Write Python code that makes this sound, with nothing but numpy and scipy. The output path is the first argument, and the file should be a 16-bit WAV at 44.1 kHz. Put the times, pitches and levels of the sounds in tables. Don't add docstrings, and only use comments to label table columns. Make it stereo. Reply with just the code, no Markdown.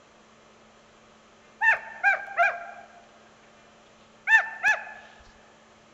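import sys
import numpy as np
from scipy import signal
from scipy.fft import rfft, irfft, next_fast_len
from scipy.io import wavfile
from scipy.ndimage import uniform_filter1d

SR = 44100
rng = np.random.default_rng(int(sys.argv[2]) if len(sys.argv) > 2 else 0)


def natural_amplitude(level_db):
    exponent = np.asarray(level_db, float) / 20
    return 10 ** exponent


def transcribe(u):
    v = np.clip(np.atleast_2d(u).T, -1, 1)
    q = np.round(v * 32767).astype(np.int16)
    wavfile.write(sys.argv[1], SR, q)


N = 261513

# (frequency [Hz], left minus right [dB])
DOG_BALANCE = [(700, -3.5), (1700, -2.5), (2600, 0.5), (5000, -3.5)]


def at_hz(points, hz):
    curve_hz, curve_db = np.transpose(points)
    return np.interp(np.log(np.maximum(hz, 1)), np.log(curve_hz), curve_db)


def sides(pan_db, lead_s, hz):
    half = pan_db / 2 * np.log(10) / 20 + 1j * np.pi * hz * lead_s
    return np.exp(np.array([half, -half]))


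def drift(size, rate):
    r = np.exp(-2 * np.pi * rate / SR)
    slow = signal.lfilter([1], [1, -2 * r, r * r], rng.standard_normal(size + 8000))[8000:]
    return slow / slow.std()


def band(sound, order, hz, kind="low"):
    return signal.sosfilt(signal.butter(order, hz, kind, fs=SR, output="sos"), sound)


def hound():
    # (time [s], pitch [Hz], level [dB], gape [0 shut, 1 open, 2 wide])
    first_bout = [
        [(1.604, 726, -53.5, 0), (1.622, 836.5, -24, 0.07), (1.643, 934, -20.5, 0.84),
         (1.664, 893.5, -20.5, 0.96), (1.686, 884.7, -15, 0.98), (1.706, 903.7, -17, 0.85),
         (1.724, 800, -20, 1.24), (1.742, 609, -28.5, 0.0094), (1.752, 472, -47, .5)],
        [(2.031, 677, -48, 1.56), (2.04, 712, -24, 0.57), (2.06, 808, -18.5, 0.84), (2.085, 800.5, -17.5, .8),
         (2.125, 759, -24, 1.04), (2.142, 643, -28, 0.18), (2.153, 580, -29.5, 0.65), (2.163, 442, -52, .8)],
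        [(2.364, 509, -39.5, 0.73), (2.385, 662.5, -25, 0.97), (2.4, 697.5, -18.5, .5),
         (2.423, 689.4, -17.5, -0.19), (2.431, 777, -19.5, 1.12), (2.45, 817.4, -21, 0.77),
         (2.468, 795.6, -20.5, 1.48), (2.49, 667.6, -27, -0.11), (2.506, 546, -32, 0.66)],
    ]
    second_bout = [
        [(4.271, 696, -29, 1.7), (4.283, 759, -26, 1.2), (4.304, 876, -21, 0.65), (4.326, 891.3, -17, 1.38),
         (4.352, 897.3, -11.5, 1.04), (4.372, 876.5, -18.5, 1.06), (4.392, 780, -23, 0.62),
         (4.408, 661, -28, 0.46), (4.42, 530, -48, 1.3)],
        [(4.628, 613, -37.5, 1.4), (4.645, 732.4, -25, 0.48), (4.664, 823, -19.5, 1.16),
         (4.69, 862.4, -18.5, 1.05), (4.712, 866.4, -18, 0.85), (4.728, 785, -27, 1.03),
         (4.745, 650, -27, 0.14), (4.76, 518, -44, 0.75)],
    ]
    # (returns, by how squarely it faces the trees [dB],
    # top overtones against the second [dB], hoarseness [dB], fourth overtone [dB])
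    manners = [
        (0, -41.5, -34, -5.5),
        (.1, -40.5, -34.5, -6),
        (-0.3, -41.5, -36.5, 0),
        (-1.5, -36.5, -32.5, 2.5),
        (.1, -33, -33.5, 3.5),
    ]
    # (scrub [dB], tree line delay [s], tree line [dB], deep wood [dB],
    # deep wood time to fall 60 dB [s])
    stands = [
        (-32.5, 0.11, -51, -43.5, 1.52),
        (-40.5, .1, -48, -41.5, 1.66),
    ]
    direct, sent = np.zeros((2, N)), np.zeros(N)
    for rows, (echo_db, *manner) in zip(first_bout + second_bout, manners):
        start, sound = yelp(rows, *manner)
        span = slice(start, start + sound.shape[1])
        direct[:, span] += sound
        sent[span] += natural_amplitude(echo_db) * sound.mean(axis=0)
    moved = round(3.9 * SR)
    echoes = np.hstack([woodland(sent[:moved], stands[0]), woodland(sent[moved:], stands[1])])
    return direct + rasp(sent) + echoes


def yelp(rows, top_db, breath_db, fourth_db, crack_db=16, strain=1.16, lead_s=-0.000023):
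    # (frequency [Hz], level [dB])
    mouth_colour = [(2800, -5.5), (3600, 18), (4100, 6.5), (4500, -7), (5000, 0), (5400, -4.5), (5700, 9),
                    (6200, 3), (7100, 1.5), (7700, -9.5), (9000, -38)]
    end_s, end_hz = rows[-1][:2]
    tail = (end_s + 0.022, end_hz - 140, -58.5, 0)
    s, *columns = np.transpose(rows + [tail])
    t = np.arange(s[0], s[-1], 1 / SR)
    pitch, level_db, gape = [uniform_filter1d(np.interp(t, s, c), size=260, mode="nearest") for c in columns]
    low = overtones(pitch, level_db, gape)
    turn = 2 * np.pi * np.cumsum(pitch * (1 + 0.002 * drift(len(t), 81))) / SR
    effort = low[1].max() + strain * (low[1] - low[1].max())
    slack = np.clip(1 - (t - s[0]) / 0.044, 0, 1)
    low[3] = low[3] + fourth_db - 5 * slack
    top = [effort - 13.5 * slack + top_db + at_hz(mouth_colour, k * pitch) for k in range(5, 10)]
    falling = np.clip(-np.gradient(pitch) * SR / 9000, 0, 1)
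    out = np.zeros((2, len(t)))
    for k, level in enumerate(natural_amplitude(low + top), start=1):
        rough_db = 5 + 4.5 * falling if k > 4 else crack_db * falling
        air = drift(len(t), 200) + 1j * drift(len(t), 200)
        skirt = k ** 1.2 * natural_amplitude(breath_db + rough_db) * air
        flutter = natural_amplitude(0.35 * k * drift(len(t), 77))
        tone = -np.sqrt(2) * level * flutter * (1 + skirt) * np.exp(1j * (k * turn + 0.55 * k * k))
        out += np.real(tone * sides(at_hz(DOG_BALANCE, k * pitch), lead_s, k * pitch))
    edge = np.clip(np.minimum(t - s[0], s[-1] - t) / 0.003, 0, 1)
    return round(s[0] * SR), out * edge


def overtones(pitch, level_db, gape):
    # (frequency [Hz], level with mouth shut [dB], gain by opening it [dB])
    throat_colour = [(400, -4, -7.5), (850, 2, -11), (1310, -6.5, 1), (1745, -3.5, 7), (2100, -24.5, 20),
                     (2580, -23.5, 17), (3000, -34.5, 5.5), (3600, -36, 12)]
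    hz, shut_db, gain_db = np.transpose(throat_colour)
    overtone_hz = np.arange(1, 5)[:, None] * pitch
    at = np.log(overtone_hz)
    db = np.interp(at, np.log(hz), shut_db)
    db += np.clip(gape, -0.5, 2.5) * np.interp(at, np.log(hz), gain_db)
    notch_hz, notch_width_hz, notch_db = 3060, 86, -17
    db += notch_db * np.exp(-((overtone_hz - notch_hz) / notch_width_hz) ** 2)
    return list(level_db + db - 10 * np.log10(np.sum(natural_amplitude(2 * db), axis=0)))


def rasp(voice):
    linger_s = 0.035
    r = np.exp(-1 / (linger_s * SR))
    flow = signal.lfilter([1 - r], [1, -r], np.abs(voice))
    air = band(rng.standard_normal((3, N)), 2, [2800, 5500], "band")
    return natural_amplitude(-36) * flow * (air[0] + 0.7 * air[1:]) / air.std()


def woodland(voice, stand, alike=0.75, near_s=0.062, clump_db=3.5, lead_s=4e-5):
    # (frequency [Hz], level [dB])
    wood_colour = [(400, -1.5), (800, -4.5), (1700, -8), (2600, -7.5), (3000, -10.5), (3600, -24.5),
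                   (5000, -22), (7000, -18)]
    # (frequency [Hz], left minus right [dB])
    wood_balance = [(700, -0.5), (1700, 2.5), (2600, 5), (5000, 8)]
    t = np.arange(0, 1.4, 1 / SR)
    shape = returns(t, *stand) * natural_amplitude(clump_db * drift(len(t), 29))
    shared, left, right = rng.standard_normal((3, len(t))) * shape
    near = np.exp(-(t / near_s) ** 2)
    far = np.sqrt(alike) * shared + np.sqrt(1 - alike) * np.array([left, right])
    far = np.sqrt(1 - near) * far
    dull = band(far, 2, 1500)
    far = dull + np.exp(-t / 0.67) * (far - dull)
    dull = signal.sosfiltfilt(signal.butter(4, 3000, fs=SR, output="sos"), far)
    far = dull + np.exp(-t / 0.083) * (far - dull)
    size = next_fast_len(len(voice) + len(t))
    hz = np.fft.rfftfreq(size, 1 / SR)
    response = rfft(far, size) * sides(at_hz(wood_balance, hz), lead_s, hz)
    response += rfft(np.sqrt(near) * shared, size) * sides(at_hz(DOG_BALANCE, hz), 0, hz)
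    return irfft(rfft(voice, size) * response * natural_amplitude(at_hz(wood_colour, hz)), size)[:, :len(voice)]


def returns(t, scrub_db, line_s, line_db, wood_db, t60):
    scrub = natural_amplitude(scrub_db - 60 * t / 0.21) * np.clip(t / 0.019, 0, 1) ** 2
    line = natural_amplitude(line_db) * np.exp(-((t - line_s) / 0.02) ** 2)
    wood = natural_amplitude(wood_db - 60 * t / t60) * (1 - np.exp(-(t / 0.071) ** 2))
    slopes = natural_amplitude(-76)
    return np.sqrt(scrub ** 2 + line ** 2 + wood ** 2 + slopes ** 2)


def camera():
    # (frequency [Hz], level [dB per Hz])
    mid_colour = [(12, -44.5), (20, -8), (74, -9.5), (156, -9), (220, -7), (269, -12), (344, -4.5),
                  (579, -4.5), (949, -10.5), (1250, -5.5), (1450, -11), (3190, -17), (4620, -24.5),
                  (6220, -22), (7400, -21.5), (9620, -56), (16300, -120)]
    side_colour = [(12, -54.5), (20, -18), (353, -5), (688, -5), (798, -4), (1130, -7), (1480, -2.5),
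                   (1810, -11.5), (1950, -8.5), (2370, -13), (3040, -13.5), (3520, -16.5), (7400, -27),
                   (9620, -56), (16300, -120)]
    # (frequency [Hz], rms level [dB])
    mid_tones = [(107.7, -82), (220.7, -64.5), (576.0, -70), (597.5, -69), (1265, -72.5), (1497, -86),
                 (1631, -80), (1798, -100), (2099, -79.5), (2401, -78), (2632, -79), (2821, -82.5),
                 (2998, -78), (3085, -78.5), (3278, -77.5), (3994, -83.5), (4183, -81), (4953, -88),
                 (5819, -89), (5905, -83.5), (6202, -81.5), (6363, -88.5), (6584, -107.5), (6815, -110),
                 (6896, -103), (7181, -94)]
    side_tones = [(46, -83), (1460, -90.5), (1540, -75.5), (1912, -75), (2725, -87), (3050, -77.5)]
    mid = natural_amplitude(-55 + 0.15 * drift(N, 13.0)) * coloured(mid_colour, gear_db=14.5)
    mid += whine(mid_tones, waver_db=1.5, waver_rad=0.15)
    side = natural_amplitude(-54 + 0.7 * drift(N, 3)) * coloured(side_colour, gear_db=11.5)
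    side += whine(side_tones, waver_db=7.0, waver_rad=0.6)
    return np.array([mid + side, mid - side])


def coloured(spectrum, gear_db):
    size = next_fast_len(N)
    hz = np.fft.rfftfreq(size, 1 / SR)
    chosen = rng.random(len(hz)) < 0.004
    gears = natural_amplitude(gear_db + 3.5 * rng.standard_normal(len(hz))) * chosen * np.sqrt(size)
    gears = gears * rng.choice([-1, 1], len(hz))
    colour = natural_amplitude(at_hz(spectrum, np.minimum(hz, 7350)))
    out = irfft((rfft(rng.standard_normal(size)) + gears) * colour, size)[:N]
    return out / out.std()


def whine(tones, waver_db, waver_rad):
    t = np.arange(N) / SR
    sway = [drift(N, 7.0) for _ in range(4)]
    out = np.zeros(N)
    for k, (hz, db) in enumerate(tones):
        level = natural_amplitude(db + min(hz / 600, 1) * waver_db * sway[k % 4])
        phase = 2 * np.pi * hz * t + waver_rad * sway[(k + 2) % 4] + k * k
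        out += np.sqrt(2) * level * np.sin(phase)
    return out


def drum():
    # (peak time [s], level per overtone [dB], time to fall 60 dB [s])
    drum_swells = [
        (1.45, -60.5, 0.5),
        (3.58, -60, 1.1),
    ]
    t = np.arange(N) / SR
    buzz = sum(np.sin(2 * np.pi * k * 299.7 * t + k * k) * k ** -0.5 for k in range(4, 11))
    level = natural_amplitude(-89)
    for s, db, t60 in drum_swells:
        rise_db, fall_db = 30 * (s - t) / 0.12, 60 * (t - s) / t60
        level = level + natural_amplitude(db - np.maximum(rise_db, fall_db))
    return 1.4 * level * buzz


def rustles(spread=1.28, pan_db=1.5):
    # (time [s], peak level [dB], centre [Hz], length [s])
    rub_events = [
        (3.039, -58, 2613, 0.0045),
        (3.095, -66, 2700, 0.0091),
        (3.274, -62, 2292, 0.0045),
        (3.441, -56, 2020, 0.0083),
        (3.484, -63, 2100, 0.012),
        (3.868, -60.5, 3000, 0.01),
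        (4.026, -63.5, 2970, 0.052),
        (5.079, -59.5, 2900, 0.15),
        (5.26, -59, 4580, 0.018),
        (5.304, -64, 4380, 0.031),
    ]
    out = np.zeros(N)
    t = np.arange(-0.15, 0.15, 1 / SR)
    for s, db, hz, length in rub_events:
        puff = band(rng.standard_normal(len(t)), 2, [hz / spread, hz * spread], "band")
        start = round((s + t[0]) * SR)
        out[start:start + len(t)] += natural_amplitude(db) * puff / puff.std() * np.exp(-(t / length) ** 2)
    return out * natural_amplitude([[pan_db / 2], [-pan_db / 2]])


def bumps(width_s=0.0046, cross=0.36):
    # (time [s], peak level [dB])
    port_puffs = [
        [(5.209, -37), (5.278, -34), (5.36, -43)],
        [(5.224, -43), (5.286, -33.5)],
    ]
    t, out = np.arange(N) / SR, np.zeros((2, N))
    for port, puffs in zip((1, 0), port_puffs):
        for s, db in puffs:
            away = ((t - s) / width_s) ** 2
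            out[port] += natural_amplitude(db) * (1 - away) * np.exp(-away / 2)
    return out - cross * out[::-1]


def slips(sound):
    # (first [s], last [s], gap [s], level against the sound [dB])
    slip_beats = [
        (1.5862, 1.76, .02292, -30),
        (2.0446, 2.26, .02292, -31),
        (2.385, 2.51, .02365, -32),
        (4.2771, 4.57, .02857, -29),
        (4.6485, 4.8, .02857, -32),
    ]
    # (time [s], peak level [dB], left minus right [dB])
    hard_slips = [(1.7009, -37.5, -5), (2.067, -40.5, -4), (2.09, -44, 1), (2.2684, -59, -4),
                  (2.4329, -36.5, -1), (4.2775, -46.5, 6.5), (4.334, -33.5, -1), (4.669, -53, 0),
                  (4.6811, -65, -5), (4.706, -38, -7.5), (4.963, -64.5, 9)]
    loud_db = 10 * np.log10(uniform_filter1d(np.mean(sound ** 2, axis=0), size=600) + 1e-12)
    events = list(hard_slips)
    for first, last, gap, beat_db in slip_beats:
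        for s in np.arange(first, last, gap):
            luck, side_luck = rng.standard_normal(2)
            db = beat_db - 4 + 0.7 * loud_db[round(s * SR)] + 2.5 * luck
            events.append((s, db, 3 * side_luck))
    return events


def clicks(events, gain_db):
    out = np.zeros((2, N))
    for s, db, *pan in events:
        out[:, round(s * SR)] += natural_amplitude(db + gain_db + np.array([0.5, -0.5]) * sum(pan))
    return out


def scene():
    return hound() + camera() + drum() + rustles() + bumps()


def roll_off(x):
    return signal.sosfilt(signal.butter(12, 16460, fs=SR, output="sos"), x)


def record(dry):
    # (frequency [Hz], level [dB])
    track_edge = [(7300, 0), (7600, -7), (7900, -13), (8100, -22), (8220, -48), (8400, -80)]
    # (time [s], peak level [dB])
    big_slips = [
        (1.769, -33),
        (2.268, -34),
        (4.6825, -12.5),
    ]
    size = next_fast_len(N)
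    edge = natural_amplitude(at_hz(track_edge, np.fft.rfftfreq(size, 1 / SR)))
    narrow = irfft(rfft(dry, size) * edge, size)[:, :N]
    loudness = uniform_filter1d(np.abs(narrow), size=200, axis=1)
    haze = natural_amplitude(-50.5) * loudness ** 0.92 * rng.standard_normal(dry.shape)
    late_clicks = np.roll(clicks(slips(narrow), gain_db=9.5), 60, axis=1)
    ticks = band(late_clicks + haze, 2, 5000, "high")
    jumps = band(clicks(big_slips, gain_db=12.5), 1, 1800)
    top = signal.ellip(10, 0.2, 40, 15830, fs=SR, output="sos")
    return roll_off(signal.sosfiltfilt(top, narrow + ticks + jumps))


dry = scene()
out = record(dry)
transcribe(out)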